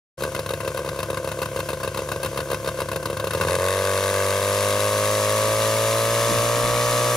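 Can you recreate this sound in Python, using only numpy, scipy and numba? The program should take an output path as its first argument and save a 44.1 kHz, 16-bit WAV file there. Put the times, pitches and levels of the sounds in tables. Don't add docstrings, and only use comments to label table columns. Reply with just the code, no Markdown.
import sys
import numpy as np
from scipy import signal
from scipy.fft import rfft, irfft
from scipy.io import wavfile
from scipy.ndimage import uniform_filter1d, map_coordinates
from numba import njit

SR = 44100
rng = np.random.default_rng(int(sys.argv[2]) if len(sys.argv) > 2 else 0)


def persist_wave(psi):
    counts = np.round(np.clip(psi, -1, 1) * 32767).astype(np.int16)
    wavfile.write(sys.argv[1], SR, np.atleast_2d(counts).T)


def nominal_scale(level):
    x = np.asarray(level, float) / 20
    return 10 ** x


N = 315756
T = np.arange(N) / SR
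F = np.maximum(np.arange(N // 2 + 1) * SR / N, 1)

# (time [s], speed [Hz])
IDLE_SHAFT = [(0, 35.1), (3.2, 35.3), (3.45, 42)]
# (time [s], speed [Hz])
POWER_SHAFT = [(3.45, 42.2), (3.53, 45.09), (3.575, 44.38), (3.655, 46.69), (3.835, 48.55), (3.875, 47.99),
               (4.085, 48.71), (4.275, 48.62), (4.39, 49.41), (4.855, 51.48), (5.155, 52.41),
               (5.245, 51.95), (5.38, 53.53), (5.865, 55.51), (6.03, 56.41), (6.445, 58.14), (6.675, 59.34),
               (7.16, 60.34)]
# (time [s], blow [dB], blow one turn earlier [dB], gas crack [dB])
LOPES_CRISP = [(0.25, -16, -16, -38), (0.391, -15.5, -19.5, -22), (0.535, -16, -15.5, -25),
               (.676, -14.5, -20, -22), (.791, -18, -27, -33), (0.876, -19.5, -20, -36),
               (.989, -16.5, -23, -25.5), (1.13, -18, -14.5, -37), (1.274, -16.5, -17, -28),
               (1.417, -14.5, -19, -21.5), (1.59, -18, -15, -27), (1.731, -15, -17.5, -28),
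               (1.875, -15, -17.5, -25), (2.019, -18, -16.5, -39), (2.16, -16.5, -26, -32),
               (2.246, -16, -27, -24), (2.389, -15.5, -21, -39), (2.53, -14.5, -17.5, -26),
               (2.674, -15, -19.5, -21.5), (2.817, -14.5, -19, -28), (2.959, -13.5, -19.5, -20.5),
               (3.128, -17, -15.5, -32), (3.27, -15.5, -13, -22), (3.348, -11.5, -26, -24),
               (3.400, -14, -16, -46), (3.449, -11.5, -16, -32), (3.496, -13.5, -12.5, -29)]
# (time [s], blow [dB], blow one turn earlier [dB], gas crack [dB])
LOPES_ROUGH = [(0.234, -14, -22, -21), (.348, -15.5, -24, -23.5), (0.49, -23, -17.5, -25),
               (0.635, -24, -17, -48), (0.772, -19, -21, -24), (0.888, -17.5, -22.5, -26),
               (1.029, -16, -18.5, -23), (1.173, -15.5, -20, -26.5), (1.317, -19, -19, -26),
               (1.455, -17, -16, -26.5), (1.599, -16, -25, -26), (1.688, -17, -26, -23),
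               (1.832, -18, -21.5, -23), (1.972, -18, -18, -23), (2.1165, -14, -18, -20.5),
               (2.23, -20, -28, -22.5), (2.259, -16, -22, -23), (2.373, -15, -25, -26),
               (2.403, -18, -21, -26), (2.513, -22, -27, -21.5), (2.544, -14.5, -40, -27),
               (2.688, -14, -20, -29), (2.802, -18, -23.5, -21), (2.915, -16.5, -17.5, -24.5),
               (3.056, -14.5, -20.5, -20), (3.17, -17, -30, -29), (3.198, -16, -23, -24),
               (3.333, -21, -14, -22), (3.411, -12, -45, -23), (3.434, -16, -11, -32),
               (3.483, -13, -44, -24)]
# (time [s], blow [dB])
STRAYS = [(.278, -19), (.705, -21), (.819, -23), (.931, -21.5), (1.187, -29), (1.529, -25), (1.82, -27),
          (1.962, -22), (2.047, -27), (2.075, -22), (2.104, -23), (2.303, -37), (2.331, -20.5),
          (2.416, -23), (2.473, -25), (3.073, -22)]
# (time [s], loss [dB])
STUMBLES = [
    (3.575, 20),
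    (3.824, 5),
    (3.998, 3),
    (4.018, 4),
    (4.11, 6),
    (4.4, 4),
    (4.79, 5),
    (4.897, 4),
]

# (frequency [Hz], width [Hz], level [dB], signed gain [1])
PIPE_CRISP = [(390, 34, -38, -1.8), (550.4, 85, 0, -1.1), (936, 656, 9.5, -0.88), (1302, 214, 10, 0.38)]
# (frequency [Hz], width [Hz], level [dB], signed gain [1])
PIPE_CRISP_TAIL = [(560.3, 47, -9, -0.7), (357, 21, -17.5, -1)]
# (frequency [Hz], width [Hz], level [dB], signed gain [1])
PIPE_ROUGH = [(287, 195, 3.5, -0.59), (603.6, 131, -2.5, -1.7), (1108, 48, -1.5, -0.38),
              (1642, 280, 7.5, 0.23)]
# (frequency [Hz], width [Hz], level [dB], signed gain [1])
PIPE_ROUGH_COLD = [(325, 43, 4.5, -0.39), (624, 75, -21, -0.35), (1100, 85, 4.5, -0.51),
                   (1568, 146, 7.5, 0.47)]
# (frequency [Hz], width [Hz], level [dB], signed gain [1])
SILENCER = [(161, 71.6, -5.5, -1.17), (199, 230, -6, 0.92)]
# (frequency [Hz], width [Hz], level [dB], signed gain [1])
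TAILPIPE = [(1678, 40, -13.5, -0.44), (2170, 650, -34, -0.75), (202.5, 34.7, -10.5, 1)]
# (frequency [Hz], width [Hz], level [dB], signed gain [1])
FRAME = [(106.2, 17, -0.5, -0.43), (339.7, 3.1, -12, 0.38), (263, 103, 6.5, 0.57)]
# (frequency [Hz], width [Hz], level [dB], signed gain [1])
HEADER = [(547.3, 24.5, 0, -1), (365.4, 13.7, -7.5, 1), (703, 26, -3, 0.73), (1176, 77, -7.5, -0.83),
          (1617, 38, -4.5, 0.93)]
# (frequency [Hz], width [Hz], level [dB], signed gain [1])
STUB = [(1535, 42, -6.5, 0.66), (1896, 90, 2, -0.97)]
# (frequency [Hz], width [Hz], share [1])
THINNED_BANDS = [(350, 260, 0.57), (1410, 86, 0.27)]
# (frequency [Hz], width [Hz], share [1])
NOTCH = (810, 30, 1)
# (frequency [Hz], width [Hz], level [dB])
OUTLET = [(2005, 444, -0.5), (2593, 280, -6.5), (3660, 550, -3.5), (4320, 2000, -15), (7600, 3700, -7.5),
          (9960, 1670, 5), (13100, 1500, -15)]
# (frequency [Hz], width [Hz], level [dB])
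SHIELD = (2700, 200, 10)

# (frequency [Hz], density [dB per Hz])
AIR_HISS = [(100, -30), (250, -15), (1300, -11),
            (1700, -15), (2200, -11.5), (3100, -12), (3900, -17.5), (4900, -15.5), (5800, -15), (7900, -17),
        (10300, -12), (14900, -23.5), (16000, -15)]
# (time [s], change [dB], length [s])
SWELLS = [
    (5.444, 0.3, 0.19),
    (6.624, -1.1, 0.18),
]
# (time [s], level [dB], length [s])
GUSTS = [
    (4.598, -56, 0.11),
    (4.8, -53, 0.058),
    (5.152, -60, 0.074),
    (5.452, -50, 0.091),
    (6.325, -33, 0.03),
    (6.57, -42, 0.043),
    (6.67, -40, .04),
    (6.75, -45, .03),
    (7.001, -52, 0.079),
]
# (time [s], peak [dB], frequency [Hz], length [s])
THUMPS = [
    (3.58, -32, 127, 0.021),
    (6.313, -30, 230, 0.0074),
    (6.34, -39, 330, .01),
    (6.3758, -25.5, 111, 0.021),
    (6.65, -41, 150, 0.025),
]
# (frequency [Hz], correlation [1])
LIKENESS = [(100, 1), (1500, 0.91), (2900, 0.28), (4300, 0.95), (6000, 0.57), (9000, 0.23), (16000, .45)]
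# (time [s], left minus right [dB])
PAN = [(0, 1.7), (3, 1.6), (5, .7), (7.16, -.2)]
# (frequency [Hz], gain [dB])
RIGHT_PORT = [(100, 0.5), (1200, 0.3), (2800, -5), (4500, -2.5), (7000, 3.5), (9500, -13), (11000, -28),
              (13000, -7), (16000, -25.5)]

CATCH_S, THROTTLE_S = 3.5, 3.21
PUMP_DB, PUMP_ROUGH_DB = -36, 10
LIT_DB = -28
SURGE_S, LURCH_S = .002, .0004
BLOW_DB, BLOW_SAG_DB_PER_S, GAS_DB, GAS_SAG_DB_PER_S = -11.5, -0.34, -7.5, 0.3
BOOM_FLOOR_DB = -16
IDLE_ROUGH_DB = -6
LATE_S = 0.00018
TAIL_GONE_S, TAIL_FADE_DB_PER_S = 3.33, 40
ROUGH_WARM_DB, ROUGH_WARM_S = 0, 0.083
HEADER_DB, HEADER_PUSH_S, HEADER_FADE_DB_PER_S = -23, 0.00215, 27
SWEPT_DB, BURNT_DB = 1.5, 1.5
STUB_DB, STUB_DROP_DB, STUB_FROM_S = -17.5, 6, 3.3
BARK_DB, BARK_HOLD_S, BARK_DROP_DB, BARK_FADE_S = -34.5, .7, 7, .5
FIRST_CRACK_DB = -11
CRACK_BODY_DB, CRACK_BODY_SHARE, ROUGH_BODY_DB = -39, 0.15, 1
SNAP_HZ, SNAP_DB, SNAP_RISE_S, SNAP_FALL_S = 13500, 10, .0008, .0016
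SPIT_TOP_HZ, GAS_BLUR_S = 10000, 2.7
FAN_IDLE_DB, FAN_RISE_DB, SPIN_UP_S, FAN_DB_PER_S, FAN_FULL_S = -37.5, 11, 0.43, 1.37, 6.3
BUFFET_DB, WASH_DB, WASH_DB_PER_S, WASH_FULL_S, WASH_PATCHY_DB = -48, -56, 5.5, 6.3, 1.5
GROUND_S, GROUND_GAIN = 0.00183, 0.82
GROUND_SHRINK = 0.087
BODY_GROUND_S, BODY_TOP_HZ = 0.001907, 1050
START_S, FADE_S, TOP_HZ = 0.1726, 0.019, 15550


def unit(x):
    return x / np.sqrt(np.mean(x ** 2))


def on_log(table, hz):
    table_hz, value = np.transpose(table)
    return np.interp(np.log(hz), np.log(table_hz), value)


def train(times, sizes):
    at, out = np.asarray(times) * SR, np.zeros(N + 2)
    k = np.clip(at.astype(int), 0, N)
    np.add.at(out, k, sizes * (1 - at % 1))
    np.add.at(out, k + 1, sizes * (at % 1))
    return out[:N]


@njit
def ring(x, hz, width):
    y, z = np.empty(len(x)), 0j
    for i in range(len(x)):
        z = z * np.exp((2j * hz[i] - width) * np.pi / SR) + x[i]
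        y[i] = z.imag
    return y


def band(x, hz, width):
    return signal.lfilter(*signal.iirpeak(hz, hz / width, fs=SR), x)


def butter(x, order, hz, kind="lowpass"):
    return signal.sosfilt(signal.butter(order, hz, kind, fs=SR, output="sos"), x)


def puff(x, rise_s, fall_s):
    a, b = np.exp(-1 / (rise_s * SR)), np.exp(-1 / (fall_s * SR))
    return signal.lfilter([1 - a], [1, -a], signal.lfilter([1], [1, -b], x))


def bump(s, length_s):
    return np.exp(-((T - s) / length_s) ** 2)


def pair():
    c = np.clip(on_log(LIKENESS, F), 0, 1)
    one, other = rfft(rng.standard_normal((2, N)))
    return irfft(np.array([one, c * one + np.sqrt(1 - c ** 2) * other]), N)


def walk(rate_hz):
    k = int(SR / rate_hz)
    held = np.repeat(rng.standard_normal(N // k + 1), k)
    return 1.5 * uniform_filter1d(uniform_filter1d(held, k), k)[:N]


def strokes():
    crisp, rough = np.transpose(LOPES_CRISP), np.transpose(LOPES_ROUGH)
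    s = crisp[0]
    gaps = 2 * np.round(np.diff(s) * np.interp(s[1:], *np.transpose(IDLE_SHAFT)))
    turn = np.append(0, np.cumsum(gaps)) + 7
    every = np.arange(turn[-1] + 1)
    first_s = s[0] - turn[0] / (2 * IDLE_SHAFT[0][1])
    idle = np.interp(every, np.append(0, turn), np.append(first_s, s))
    through = np.interp(every, turn, np.arange(len(s))) % 1
    idle = idle - SURGE_S * np.sin(np.pi * through) - LURCH_S * np.sin(2 * np.pi * through)

    chance = rng.standard_normal((2000, 3))
    idle_db = PUMP_DB + PUMP_ROUGH_DB * (every % 2 == 0) + 1.1 * chance[:len(every), 0]
    rough_turn = 2 * np.round(np.interp(rough[0], idle, every) / 2)
    for lope, at in (crisp, turn), (rough, rough_turn):
        idle_db[at.astype(int) - 2] = lope[2]
        idle_db[at.astype(int)] = lope[1]
    for at, db in STRAYS:
        idle_db[np.argmin(np.abs(idle - at) + (every % 2 == 0))] = db

    phase = np.cumsum(2 * np.interp(T, *np.transpose(POWER_SHAFT)) / SR * (T > s[-1]))
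    more = np.arange(1, int(phase[-1]))
    luck = chance[len(every):len(every) + len(more)].T
    run = np.interp(more + .002 * luck[0], phase, T)
    settle_db = .35 + .8 * np.exp(-(run - s[-1]) / .12)
    run_blow_db = BLOW_DB - BLOW_SAG_DB_PER_S * (run - CATCH_S) + settle_db * luck[1]
    run_gas_db = GAS_DB - GAS_SAG_DB_PER_S * (run - CATCH_S) + 1.7 * luck[2]

    times = np.append(idle, run)
    odd = np.append(every, turn[-1] + more) % 2 == 1
    blow_db, gas_db = np.append(idle_db, run_blow_db), np.append(idle_db + 1, run_gas_db)
    for at, loss_db in STUMBLES:
        k = np.argmin(np.abs(times - at) + odd)
        blow_db[k] -= loss_db
        gas_db[k] -= loss_db
    return times, odd, blow_db, gas_db


def cracks():
    s, _, first_db, db = np.transpose(LOPES_CRISP + LOPES_ROUGH)
    rough = np.tile(np.arange(len(s)) >= len(LOPES_CRISP), 2)
    s = np.append(s, s - 1 / np.interp(s, *np.transpose(IDLE_SHAFT)))
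    db = np.append(db, first_db + FIRST_CRACK_DB)
    return s, db, CRACK_BODY_SHARE * (CRACK_BODY_DB - db) + ROUGH_BODY_DB * rough


def bark_fading(times):
    return 1 - np.exp(-np.maximum(times - CATCH_S - BARK_HOLD_S, 0) / BARK_FADE_S)


def header_pump(times, blow_db, cold):
    pumped = times[cold] - HEADER_PUSH_S
    loss_db = SWEPT_DB * (np.roll(blow_db, 1) > LIT_DB)[cold] + BURNT_DB * (blow_db[cold] > LIT_DB)
    loss_db = loss_db + HEADER_FADE_DB_PER_S * np.maximum(pumped - THROTTLE_S, 0)
    return pumped, HEADER_DB - loss_db + 1.5 * rng.standard_normal(len(pumped))


def exhaust_tone(times, odd, blow_db):
    idling = times < CATCH_S
    hot, cold = ~odd & ~idling, ~odd & idling
    waking = cold & (times > STUB_FROM_S)
    late, crisp_s = times[hot], times[odd] + LATE_S
    boom_db = np.maximum(blow_db - 5 * idling, BOOM_FLOOR_DB)
    warm_db = blow_db[hot] - ROUGH_WARM_DB * np.exp(-(late - CATCH_S) / ROUGH_WARM_S)
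    tail_db = blow_db - TAIL_FADE_DB_PER_S * np.maximum(times - TAIL_GONE_S, 0)
    stub_db = STUB_DB + blow_db - BLOW_DB
    # (modes, blow times, blow dB, roughness dB)
    parts = [
        (SILENCER, times, boom_db, -37),
        (TAILPIPE, times, blow_db, -35),
        (PIPE_ROUGH, late, warm_db, -32),
        (PIPE_ROUGH_COLD, times[cold], blow_db[cold], -30),
        (PIPE_CRISP, crisp_s, blow_db[odd], -37),
        (FRAME, times[idling], blow_db[idling], -36),
        (HEADER, *header_pump(times, blow_db, cold), -33),
        (PIPE_CRISP_TAIL, crisp_s, tail_db[odd], -40),
        (STUB, times[waking], stub_db[waking] - 1, -28),
        (STUB, late, stub_db[hot] - STUB_DROP_DB * bark_fading(late), -30)]

    warmth = np.interp(T, [3.2, 3.9, 5.9, 7.16], [.955, .985, 1.02, 1.03])
    ragged = np.interp(T, [3.4, 3.7], [1, .12])
    tone = 0
    for modes, at, size_db, rough_db in parts:
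        blows = train(at, nominal_scale(size_db))
        grain = puff(blows, 0.0037, 0.018) * rng.standard_normal(N)
        blows = blows + ragged * nominal_scale(rough_db + IDLE_ROUGH_DB) * grain
        for hz, width, db, sign in modes:
            tone = tone + sign * nominal_scale(db) * ring(blows, hz * warmth, 1. * width)
    for hz, width, share in THINNED_BANDS:
        tone = tone - share * np.clip((T - CATCH_S) / 3.3, 0, 1) * band(tone, hz, width)
    notch_hz, notch_width, notch_share = NOTCH
    return tone - notch_share * np.clip((T - CATCH_S) / 0.67, 0, 1) * band(tone, notch_hz, notch_width)


def bark(times, odd, blow_db, noise):
    s, db, low_db = cracks()
    hot = ~odd & (times >= CATCH_S)
    rasp_db = BARK_DB + blow_db[hot] - BLOW_DB - BARK_DROP_DB * bark_fading(times[hot])
    burst = puff(train(s, nominal_scale(db + low_db + 0.5)), 0.00098, 0.0072) * noise
    rasp = puff(train(times[hot], nominal_scale(rasp_db)), 0.00059, 0.0027) * noise
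    low = nominal_scale(19.0) * band(burst, 727, 350)
    middle = nominal_scale(18.5) * band(burst + rasp, 1290, 290)
    return low + middle + nominal_scale(-2) * band(burst + nominal_scale(36.5) * rasp, 1544, 180)


def outlet_gas(times, odd, gas_db, noise):
    spit = puff(train(times, nominal_scale(gas_db - 2.7 * odd)), .001, .0022) * noise
    blur = 0.26 * np.clip((T - 4.2) / GAS_BLUR_S, 0, 1)
    even = np.sqrt(uniform_filter1d(spit ** 2, size=2000)) * noise
    spit = np.sqrt(1 - blur) * spit + np.sqrt(blur) * even * 0.54
    spit = butter(spit, 2, SPIT_TOP_HZ)

    s, db, _ = cracks()
    gust = spit + puff(train(s, nominal_scale(db + 5.5)), 0.0024, 0.0045) * noise
    gas = 0
    for hz, width, level_db in OUTLET:
        gas = gas + nominal_scale(level_db) * np.sqrt(SR / 8 / width) * band(gust, hz, width)
    gas = butter(gas, 2, 1500, "highpass")

    shield_hz, shield_width, shield_db = SHIELD
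    struck = puff(train(s, nominal_scale(db)), 0.00066, 0.014) * noise
    snap = puff(train(s, nominal_scale(db + SNAP_DB)), SNAP_RISE_S, SNAP_FALL_S) * noise
    gas = gas + nominal_scale(shield_db) * band(struck, shield_hz, shield_width) + band(snap, SNAP_HZ, 4500)
    return nominal_scale(-3.5) * gas


def engine():
    times, odd, blow_db, gas_db = strokes()
    tone = exhaust_tone(times, odd, blow_db)
    noise = pair()
    return tone + bark(times, odd, blow_db, noise), outlet_gas(times, odd, gas_db, noise)


def air():
    noise, swell, out = pair(), walk(3.57), 0
    flicker_db = .8 + .8 * (T < THROTTLE_S)
    for hz in 250 * 2 ** np.arange(0, 6.1, .5):
        out = out + nominal_scale(.3 * swell + flicker_db * walk(15)) * band(noise, hz, hz / 2)
    white = rfft(out) * nominal_scale(on_log(AIR_HISS, F))
    treble = irfft(white * (F > 5000) * (F < 12000), N)
    open_s = np.maximum(T - THROTTLE_S, 0)
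    db = FAN_IDLE_DB + FAN_RISE_DB * (1 - np.exp(-open_s / SPIN_UP_S))
    db = db + FAN_DB_PER_S * np.minimum(open_s, FAN_FULL_S - THROTTLE_S)
    for s, up_db, length_s in SWELLS:
        db = db + up_db * bump(s, length_s)
    return irfft(white, N) / np.std(treble[0]) * nominal_scale(db)


def wash():
    push = rng.standard_normal((3, N))
    push = push[:2] + .7 * push[2]
    flutter = nominal_scale(-0.5) * unit(band(push, 222, 92)) * np.clip(T - THROTTLE_S, .2, 1)
    low = unit(band(push, 28, 26)) + flutter
    force = nominal_scale(BUFFET_DB) * np.clip((CATCH_S - T) / 0.35, 0, 1)
    force = force + nominal_scale(WASH_DB + WASH_DB_PER_S * (np.minimum(T, WASH_FULL_S) - CATCH_S))
    force = force * nominal_scale(WASH_PATCHY_DB * walk(2.9))
    for s, db, length_s in GUSTS:
        force = force + nominal_scale(db) * bump(s, length_s)
    out = low * force * nominal_scale(-2.5 + 0.23 * walk(6.4))
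    for s, db, hz, length_s in THUMPS:
        out = out + nominal_scale(db) * bump(s, length_s) * np.sin(2 * np.pi * hz * (T - s))
    return out


def ground(x, gain):
    soft = np.atleast_2d(signal.lfilter(*signal.butter(1, 4000, fs=SR), x))
    powered = np.clip((T - CATCH_S) / (T[-1] - CATCH_S), 0, 1)
    lag_s = GROUND_S * (1 - GROUND_SHRINK * powered)
    bass = rfft(soft) / (1 + (F / BODY_TOP_HZ) ** 8)
    body = irfft(bass * np.exp(-2j * np.pi * F * BODY_GROUND_S), N)
    rest = soft - irfft(bass, N)
    moving = np.array([map_coordinates(v, [(T - lag_s) * SR], order=3) for v in rest])
    return x + gain * (body + moving)


def scene():
    tone, gas = engine()
    tone = butter(tone, 3, 75, "highpass")
    pan_db = np.interp(T, *np.transpose(PAN))
    heard = ground(tone, GROUND_GAIN) + ground(gas + air(), .3)
    return heard * nominal_scale(np.array([pan_db, -pan_db]) / 2 - 7) + wash()


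def roll_off(x):
    return signal.sosfilt(signal.butter(12, 16430, fs=SR, output="sos"), x)


def record(dry):
    grid_hz = np.maximum(np.arange(513) * SR / 1024, 1)
    cep = irfft(on_log(RIGHT_PORT, grid_hz) * np.log(10) / 20)
    cep[1:512], cep[513:] = 2 * cep[1:512], 0
    shade = irfft(np.exp(rfft(cep)))[:512]
    ports = np.array([dry[0], signal.fftconvolve(dry[1], shade)[:N]])
    ports = butter(ports, 2, 45, "highpass")
    held = np.tanh(3.8 * ports) / 3.3
    held = held * np.clip((T - START_S) / FADE_S, 0, 1)
    cut = signal.sosfilt(signal.ellip(10, .2, 80, TOP_HZ, fs=SR, output="sos"), held)
    return roll_off(cut)


dry = scene()
out = record(dry)
persist_wave(out)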